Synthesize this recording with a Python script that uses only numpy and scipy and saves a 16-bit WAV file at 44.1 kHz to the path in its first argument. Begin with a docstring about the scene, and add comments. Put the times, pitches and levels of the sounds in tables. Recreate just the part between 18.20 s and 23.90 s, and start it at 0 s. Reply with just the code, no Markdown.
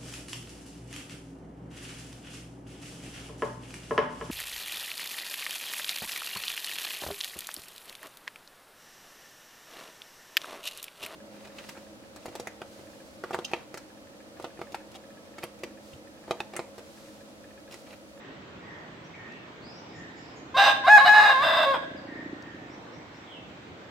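"""A soft background hiss lies under a brick farmyard; a distant engine putters up, a far bird calls
hoarsely and small birds chirp, with a light tick on the paving. At 2.3 s a rooster a few metres away
crows once: its syrinx flips between a high ringing register, a low register and a chaotic rasp, and
paving and walls answer. From 3.7 s the birds are heard again, with a second tick; the engine swells,
then falls back to idle."""
import sys
import numpy as np
from scipy import signal
from scipy.fft import rfft, irfft
from scipy.io import wavfile
from scipy.ndimage import uniform_filter1d, minimum_filter1d

SR = 44100
rng = np.random.default_rng(int(sys.argv[2]) if len(sys.argv) > 2 else 0)


def output_pcm(signal):
    """Save a mono or channel-first signal as 16-bit PCM at the path in sys.argv[1].

    Samples are clipped to [-1, 1] before scaling.
    """
    pcm = np.clip(np.atleast_2d(signal).T, -1, 1) * 32767
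    wavfile.write(sys.argv[1], SR, np.round(pcm).astype(np.int16))


N = 251370
TIME = np.arange(N) / SR
TOP_HZ = 15750  # upper edge of the sound

# bursts of rasp where the voice breaks:
# start_s, length_s, attack_s, release_s, low_db, upper_db, edge_db, slaps_per_s, chaos (0-1)
RASP_BURSTS = [(2.364, 0.1775, 0.018, 0.0738, -22.5, -24, -29, 511.4, .3),
               (2.663, 0.0418, .018, 0.0245, -17, -29, -46.5, 690, .12),
               (2.77, 0.0523, 0.022, 0.0307, -20.5, -29.5, -53, 780, 0.21),
               (2.844, 0.0572, 0.0302, 0.0248, -18, -24.5, -39.5, 730, .13),
               (2.92, 0.228, .045, 0.04, -24, -29.5, -42.5, 418, .145),
               (3.215, 0.2496, 0.0291, 0.023, -23, -28.5, -58.5, 634.5, 0.2),
               (3.534, 0.0481, 0.0122, 0.0424, -26.5, -35.5, -60.5, 436, 0.22)]


def gain_of(db):
    """Decibels to amplitude."""
    return 10 ** (np.asarray(db) / 20)


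def unit_rms(x):
    """Scales to rms 1."""
    return x / np.sqrt(np.mean(x ** 2) + 1e-20)


def curve_at(points, hz):
    """Reads a curve on a log-frequency axis."""
    f, value = np.transpose(points)
    return np.interp(np.log(hz + 1), np.log(f + 1), value)


def add(mix, start_s, sound):
    """Mixes a sound in at start_s."""
    part = mix[max(round(start_s * SR), 0):][:len(sound)]
    part += sound[:len(part)]


def wander(hz, size):
    """Smooth random drift of rms about 1, moving at up to about hz."""
    f = np.fft.rfftfreq(2 ** 15, 1 / SR)
    return unit_rms(irfft(rfft(rng.standard_normal(2 ** 15)) / (1 + (f / hz) ** 4)))[:size]


def resonate(x, hz, width_hz):
    """A steep resonance of gain 1 whose centre can glide."""
    turn = np.exp(2j * np.pi * np.cumsum(hz * np.ones(len(x))) / SR)
    r = np.exp(-np.pi * width_hz / SR)
    return 2 * (turn * signal.lfilter([(1 - r) ** 2], [1, -2 * r, r * r], x / turn + 1e-18)).real


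def envelope(length_s, attack_s, release_s):
    """Time within a note, and its rounded attack, hold and release."""
    t = np.arange(round(length_s * SR)) / SR
    rise = np.sin(np.pi / 2 * np.minimum(t / attack_s, 1))
    fall = np.sin(np.pi / 2 * np.minimum((length_s - t) / release_s, 1))
    return t, rise * fall


def stereo_pair(left, other, likeness, hz):
    """Blends two noise spectrograms into left and right, as alike as asked in each band."""
    same = np.clip(curve_at(likeness, hz), -1, 1)[:, None]
    return np.array([left, same * left + np.sqrt(1 - same ** 2) * other])


def whistle(hz, taper):
    """A sine of rms 1 that follows a pitch curve and fades at both ends."""
    return unit_rms(np.sin(2 * np.pi * np.cumsum(hz) / SR) * signal.windows.tukey(len(hz), taper))


def background_hiss(level_db, patchy_db):
    """A soft bed of noise with drifting patches, nearly mono in the bass."""
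    # spectrum of the soft background hiss, strongest in the bass, almost silent above 8 kHz:
    # frequency_hz, relative_db
    spectrum = [(22, -43), (45, -33), (66, -12.5), (105, -4.5), (170, -3.5), (300, -4.5), (500, -7),
                (900, -10.5), (2000, -15), (3500, -20.5), (5000, -29), (8000, -36.5), (10000, -61.5),
                (15500, -44)]
    # likeness of left and right: frequency_hz, correlation
    likeness = [(50, 0.96), (200, 0.89), (500, 0.65), (1200, 0), (3000, 0), (10000, 0.01)]
    frames, hz = N // 512 + 5, np.fft.rfftfreq(2048, 1 / SR)
    a, b, c, d, patches = rng.standard_normal((frames, len(hz), 5)).T
    patches = unit_rms(uniform_filter1d(uniform_filter1d(patches, size=16, axis=0), size=10, axis=1))
    bands = stereo_pair(a + 1j * b, c + 1j * d, likeness, hz)
    bands *= gain_of(curve_at(spectrum, hz)[:, None] + patchy_db * patches)
    return gain_of(level_db) * unit_rms(signal.istft(bands, nperseg=2048, noverlap=1536)[1][:, :N])


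def engine(pipe_hz, width_hz, thud_hz, thud_db):
    """Each firing of a far single cylinder thumps in its exhaust pipe, over a duller thud."""
    # revving up, then idling away: time_s, level_db, firings_per_s
    revs = [(0, -80.5, 22.66), (1.7, -53.5, 29.7), (3.2, -53, 28.74), (3.85, -45.5, 28.72),
            (4.13, -40.5, 29), (4.2, -50, 28.1), (4.55, -49.5, 25), (4.7, -58, 24.5), (5.7, -59, 25)]
    times, *curves = np.transpose(revs)
    db, rate = (np.interp(TIME, times, curve) for curve in curves)
    firings = np.diff(np.floor(np.cumsum(rate) / SR), prepend=0)
    firings *= gain_of(2.09 * rng.standard_normal(N))
    pipe = unit_rms(resonate(resonate(firings, pipe_hz, width_hz), pipe_hz, 2 * width_hz))
    thud = unit_rms(resonate(firings, thud_hz, width_hz=110))
    return gain_of(db) * (pipe + gain_of(thud_db) * thud)


def ticks():
    """Tiny dry clicks, as of a claw or leaf on brick."""
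    # taps on the paving: start_s, peak_db
    taps = [(1.1222, -49), (4.2231, -45.5)]
    out, t = np.zeros(N), TIME[:2000]
    for start_s, db in taps:
        burst = rng.standard_normal(len(t)) * np.exp(-t / 0.0042)
        click = resonate(burst, hz=5100, width_hz=2830)
        add(out, start_s, gain_of(db) * click / abs(click).max())
    return out


def far_bird():
    """Sagging calls, made hoarse by a fast waver in pitch."""
    # hoarse calls: start_s, length_s, pitch_hz, relative_db
    calls = [(0, 0.0706, 1847, -50.5), (0.39, 0.239, 1839, -48), (0.941, 0.2016, 1827, -47.5),
             (1.711, 0.177, 1805, -47.5), (3.851, 0.2159, 1818, -43.5), (4.208, 0.1543, 1755, -48)]
    out = np.zeros(N)
    for start_s, length_s, hz, db in calls:
        progress = np.linspace(0, 1, int(length_s * SR))
        pitch = hz * (1.035 - .03 * progress) + 125 * wander(600, len(progress))
        add(out, start_s, gain_of(db - 3) * whistle(pitch, taper=.5))
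    return out


def small_birds():
    """Short gliding whistles with a smeared pitch."""
    # chirps: start_s, length_s, start_hz, end_hz, relative_db, smear_hz
    chirps = [(0.832, 0.05, 5150, 5910, -62.5, 300), (0.931, 0.0357, 2017, 2320, -46, 120),
              (1.03, 0.179, 2130, 2765, -56, 120), (1.401, 0.156, 4080, 5270, -54.5, 170),
              (1.484, 0.151, 4614, 5900, -60, 222), (1.662, 0.16, 4630, 5510, -62.5, 301),
              (1.739, 0.082, 6900, 6900, -62.5, 300), (1.915, 0.26, 4996, 5120, -61.5, 295.7),
              (1.956, 0.063, 6900, 7310, -64, 300), (2.149, 0.057, 6833, 6680, -60, 249),
              (3.758, 0.044, 5320, 4530, -56, 40.35), (4.484, 0.0854, 4740, 5900, -62.5, 200),
              (4.705, 0.082, 4710, 5900, -63, 200), (4.928, 0.066, 4610, 5760, -64, 199.8),
              (5.041, 0.108, 3958, 2880, -56.5, 150), (5.086, .125, 3756, 2575, -50, 81)]
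    out = np.zeros(N)
    for start_s, length_s, start_hz, end_hz, db, smear_hz in chirps:
        progress = np.linspace(0, 1, int(length_s * SR))
        glide = end_hz + (start_hz - end_hz) * (1 - progress) ** 1.8
        pitch = glide + smear_hz * wander(550, len(progress))
        add(out, start_s, gain_of(db) * whistle(pitch, taper=.6))
    return out


def yard_reverb(x):
    """Diffuse ring of the yard: quick scatter off the bricks, then each band dies at its own speed."""
    # decay of the ring: frequency_hz, t60_s
    decay = [(300, 0.65), (560, 1.662), (800, 0.424), (1200, 0.55), (1700, 1.35), (2500, 0.75),
             (5000, 0.803), (9000, 0.67), (15000, 0.11)]
    # likeness of left and right: frequency_hz, correlation
    likeness = [(200, .85), (600, .45), (1200, -.3), (4000, -.4)]
    hz, t, (left, other) = signal.stft(rng.standard_normal((2, SR)), SR, nperseg=256)
    ring = gain_of(-60 * t / curve_at(decay, hz)[:, None])
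    early = 1.2 * np.exp(-t / 0.0047)
    build_up = 1 - np.exp(-t / 0.00664)
    bands = stereo_pair(left, other, likeness, hz) * (ring + early) * build_up
    tail = signal.istft(bands, SR, nperseg=256)[1]
    return signal.fftconvolve(x[None], tail / np.linalg.norm(tail[0]), axes=1)[:, :N]


def with_echoes(x):
    """The direct sound and its first distinct reflections."""
    # bounces off paving and walls: delay_s, left_gain, right_gain
    bounces = [(0.0125, 0.11, 0.018), (0.0203, 0.213, -0.359), (.034, 0.12, 0.194), (.049, -.07, .09),
               (0.084, 0.134, 0.195)]
    out = np.array([x, x])
    for delay_s, left, right in bounces:
        add(out[0], delay_s, left * x)
        add(out[1], delay_s, right * x)
    return out


def paving_scatter(x, above_hz, decay_s):
    """Treble thrown back at once by the rough paving, different left and right."""
    t = TIME[:1024]
    spray = rng.standard_normal((2, len(t))) * np.exp(-t / decay_s)
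    low_cut = signal.butter(2, above_hz, "highpass", fs=SR, output="sos")
    spray = signal.sosfilt(low_cut, spray / np.linalg.norm(spray[0]))
    return signal.oaconvolve(x[None], spray, axes=1)[:, :N]


def windpipe(drive, modes, beak):
    """Rings the windpipe's modes; those below 4500 Hz move with the beak."""
    return unit_rms(sum(gain_of(db) * resonate(drive, hz * (beak if hz < 4500 else 1), width_hz)
                        for hz, width_hz, db in modes))


def rasp(start_s, length_s, attack_s, release_s, low_db, upper_db, edge_db, slaps_per_s, chaos):
    """The membranes slap at uneven intervals and, with the breath, ring the windpipe."""
    # low and upper windpipe modes, and the harsh edge of a pressed voice: centre_hz, width_hz, gain_db
    low_modes = [(707.7, 106.6, 4.5), (1125, 335, 2.5), (1347.5, 91, -9.5), (1699, 171.4, 3),
                 (2130, 98.4, -3)]
    upper_modes = [(2543, 110, -21.5), (2894.7, 100.7, 6), (3481, 200, -3.5), (3855, 286, 8),
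                   (4119, 87, -4), (4971.4, 160, -3), (5900, 120, -26.5), (6900, 320, -31),
                   (7874, 617, -27), (12360, 970, -29)]
    edge_modes = [(2860, 130, -1.5), (3174, 530, 6.5), (3990, 140, 2), (5910, 210, -5), (7920, 440, -25.5),
                  (12900, 1300, -43.5)]
    # the beak's opening retunes the modes: time_s, frequency_ratio
    beak_moves = [(2.34, 0.947), (2.43, 0.968), (2.53, 0.937), (2.8, 1.0175), (2.88, 1.0206),
                  (3.25, 0.9356), (3.45, 0.9304), (3.57, 0.847)]
    t, shape = envelope(length_s, attack_s, release_s)
    beak = np.interp(start_s + t, *np.transpose(beak_moves))
    cycles = np.cumsum(slaps_per_s * np.exp(chaos * wander(397.77, len(t)))) / SR
    slaps = np.diff(np.floor(cycles), prepend=0) * gain_of(10 * chaos * wander(600, len(t)))
    breath = 0.413 * rng.standard_normal(len(t))
    drive = unit_rms(slaps - slaps.mean()) + breath
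    layers = (low_db, low_modes), (upper_db, upper_modes), (edge_db, edge_modes)
    return shape * sum(gain_of(db) * windpipe(drive, modes, beak) for db, modes in layers)


def rasp_strength():
    """Amplitude of the chaotic vibration through the crow."""
    out = np.zeros(N)
    for start_s, length_s, attack_s, release_s, low_db, *_ in RASP_BURSTS:
        add(out, start_s, gain_of(low_db) * envelope(length_s, attack_s, release_s)[1])
    return out


def syrinx(start_s, hz, level, tone, fundamental_db, blur_hz, jitter, shimmer_db, flutter_hz, doubling):
    """Regular vibration; as the rasp gains on it, pitch wavers and cycles alternate strong and weak."""
    rasp_level = gain_of(7.5) * rasp_strength()[round(start_s * SR):][:len(hz)]
    unrest = 0.078 + rasp_level / (rasp_level + level + 1e-9)  # even a clean note wavers a little
    pitch = hz * (1 + jitter * unrest * wander(flutter_hz, len(hz)))
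    phase = 2 * np.pi * np.cumsum(pitch) / SR
    alternate = 1 + doubling * unrest * np.cos(phase / 2)  # adds tones midway between the overtones
    wave, power = 0, 0
    for k in range(1, 28):
        size = gain_of(curve_at(tone, k * hz) + fundamental_db * (k == 1)) * (k * hz < TOP_HZ)
        # turbulence smears the overtones, most of all above blur_hz
        blur = np.minimum((k * hz / blur_hz) ** 2, 2) * wander(170, len(hz))
        lag = np.pi * (k // 2)  # the windpipe delays each overtone differently, rounding the pulses
        wave = wave + size * np.sin(k * phase + lag + blur) * (alternate if k > 1 else 1)
        power = power + size ** 2 / 2
    shimmer = gain_of(shimmer_db * unrest * np.tanh(wander(66, len(hz))))
    return wave / np.sqrt(power) * level * shimmer


def high_note(start_s, length_s, attack_s, release_s, db, swell_db_per_s, top_hz, scoop, bend_s=.012):
    """The taut syrinx scoops up to a ringing, slightly arched pitch and droops at the end."""
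    # overtone balance: frequency_hz, relative_db
    tone = [(600, 24), (840, -3.5), (1680, -0.5), (2520, -20), (3370, -30.5), (4200, -33), (5060, -30.5),
            (5900, -39), (6760, -36.5), (7600, -48.5), (8440, -42), (10200, -61.5), (13000, -47),
            (15500, -60)]
    t, shape = envelope(length_s, attack_s, release_s)
    droop = 0.0697 * np.exp((t - length_s) / bend_s)
    arch = 0.02517 * (2 * t / length_s - 1) ** 2
    hz = top_hz * (1 - scoop * np.exp(-t / bend_s) - droop - arch)
    level = shape * gain_of(db + swell_db_per_s * t)
    return syrinx(start_s, hz, level, tone, fundamental_db=0, blur_hz=8000,
                  jitter=0.02406, shimmer_db=5, flutter_hz=191, doubling=0.34)


def low_note(start_s, length_s, attack_s, release_s, db, start_hz, middle_hz, end_hz, fundamental_db):
    """The slack syrinx holds a low pitch that bends at both ends."""
    # overtone balance: frequency_hz, relative_db
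    tone = [(530, -4), (1080, 6.5), (1640, -5), (2180, -13.5), (2720, -17), (3300, -16), (3700, -12),
            (4400, -27.5), (4950, -22.5), (5600, -36), (8400, -44), (15000, -50)]
    t, shape = envelope(length_s, attack_s, release_s)
    from_middle = 2 * t / length_s - 1
    hz = middle_hz + (np.where(from_middle < 0, start_hz, end_hz) - middle_hz) * from_middle ** 2
    return syrinx(start_s, hz, shape * gain_of(db), tone, fundamental_db, blur_hz=4500,
                  jitter=0.01112, shimmer_db=3.5, flutter_hz=140, doubling=.05)


def crow():
    """Both registers and the rasp of one crow; the small beak radiates no bass."""
    # ringing high register:
    # start_s, length_s, attack_s, release_s, level_db, swell_db_per_s, pitch_hz, scoop (share of pitch)
    high_notes = [(2.361, 0.203, 0.0281, 0.108, -20.5, -12, 815.3, .25),
                  (2.666, .125, 0.0512, 0.0434, -15, 86, 848.8, .27),
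                  (2.869, 0.2454, 0.0282, 0.0392, -12, -25, 847.2, 0)]
    # low register:
    # start_s, length_s, attack_s, release_s, level_db, start_hz, middle_hz, end_hz, fundamental_db
    low_notes = [(2.341, 0.0326, 0.0178, 0.0084, -24.5, 505.8, 529.6, 603, -5.5),
                 (2.381, 0.1562, 0.13, 0.045, -25, 524.7, 537.4, 534.4, -10.5),
                 (2.633, 0.0393, 0.035, 0.021, -21.5, 474, 521.8, 632.6, -14.5),
                 (2.798, 0.0647, 0.024, 0.025, -21, 570.3, 540.7, 607.5, -9.5),
                 (3.088, .157, .02, 0.021, -24, 551.9, 523.7, 634.1, -6),
                 (3.453, 0.1114, 0.0217, 0.067, -22, 555.7, 548.2, 460.9, 8)]
    out = np.zeros(N)
    for voice, notes in (high_note, high_notes), (low_note, low_notes), (rasp, RASP_BURSTS):
        for start_s, *settings in notes:
            add(out, start_s, voice(start_s, *settings))
    return signal.sosfiltfilt(signal.butter(4, 410, "highpass", fs=SR, output="sos"), out)


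def scene():
    """The near rooster in its yard, over the far sounds."""
    # the crow's stereo balance: frequency_hz, left_minus_right_db
    balance = [(300, -1.5), (700, 1.5), (1200, -1.5), (1700, -0.5), (2400, -3), (3600, -2.5), (5000, 1),
               (8100, -14), (15000, -1.5)]
    voice, song = crow(), small_birds() + far_bird()
    scatter = gain_of(-3) * paving_scatter(voice, above_hz=6500, decay_s=.004)
    rooster = with_echoes(voice) + scatter + gain_of(-11.5) * yard_reverb(voice)
    side_db = curve_at(balance, np.fft.rfftfreq(N, 1 / SR)) / 2
    rooster = irfft(rfft(rooster) * gain_of([side_db, -side_db]), N)
    putter = engine(pipe_hz=292, width_hz=125, thud_hz=153, thud_db=-12)
    birds = gain_of(-5.5) * song + gain_of(-4.0) * yard_reverb(song)
    background = birds + putter + ticks() + background_hiss(level_db=-46, patchy_db=1.3851)
    return rooster + background * gain_of([[-.6], [.6]])  # the background leans slightly right


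def record(dry):
    """A quick limiter holds the loudest peaks; a steep low-pass trims the very top."""
    needed_gain = np.minimum(1, .85 / (abs(dry).max(0) + 1e-9))
    limited = dry * uniform_filter1d(minimum_filter1d(needed_gain, size=441), size=441)
    low_pass = signal.firwin(511, TOP_HZ, window=("kaiser", 9), fs=SR)
    return signal.oaconvolve(limited, low_pass[None], "same")


dry = scene()
out = record(dry)
output_pcm(out)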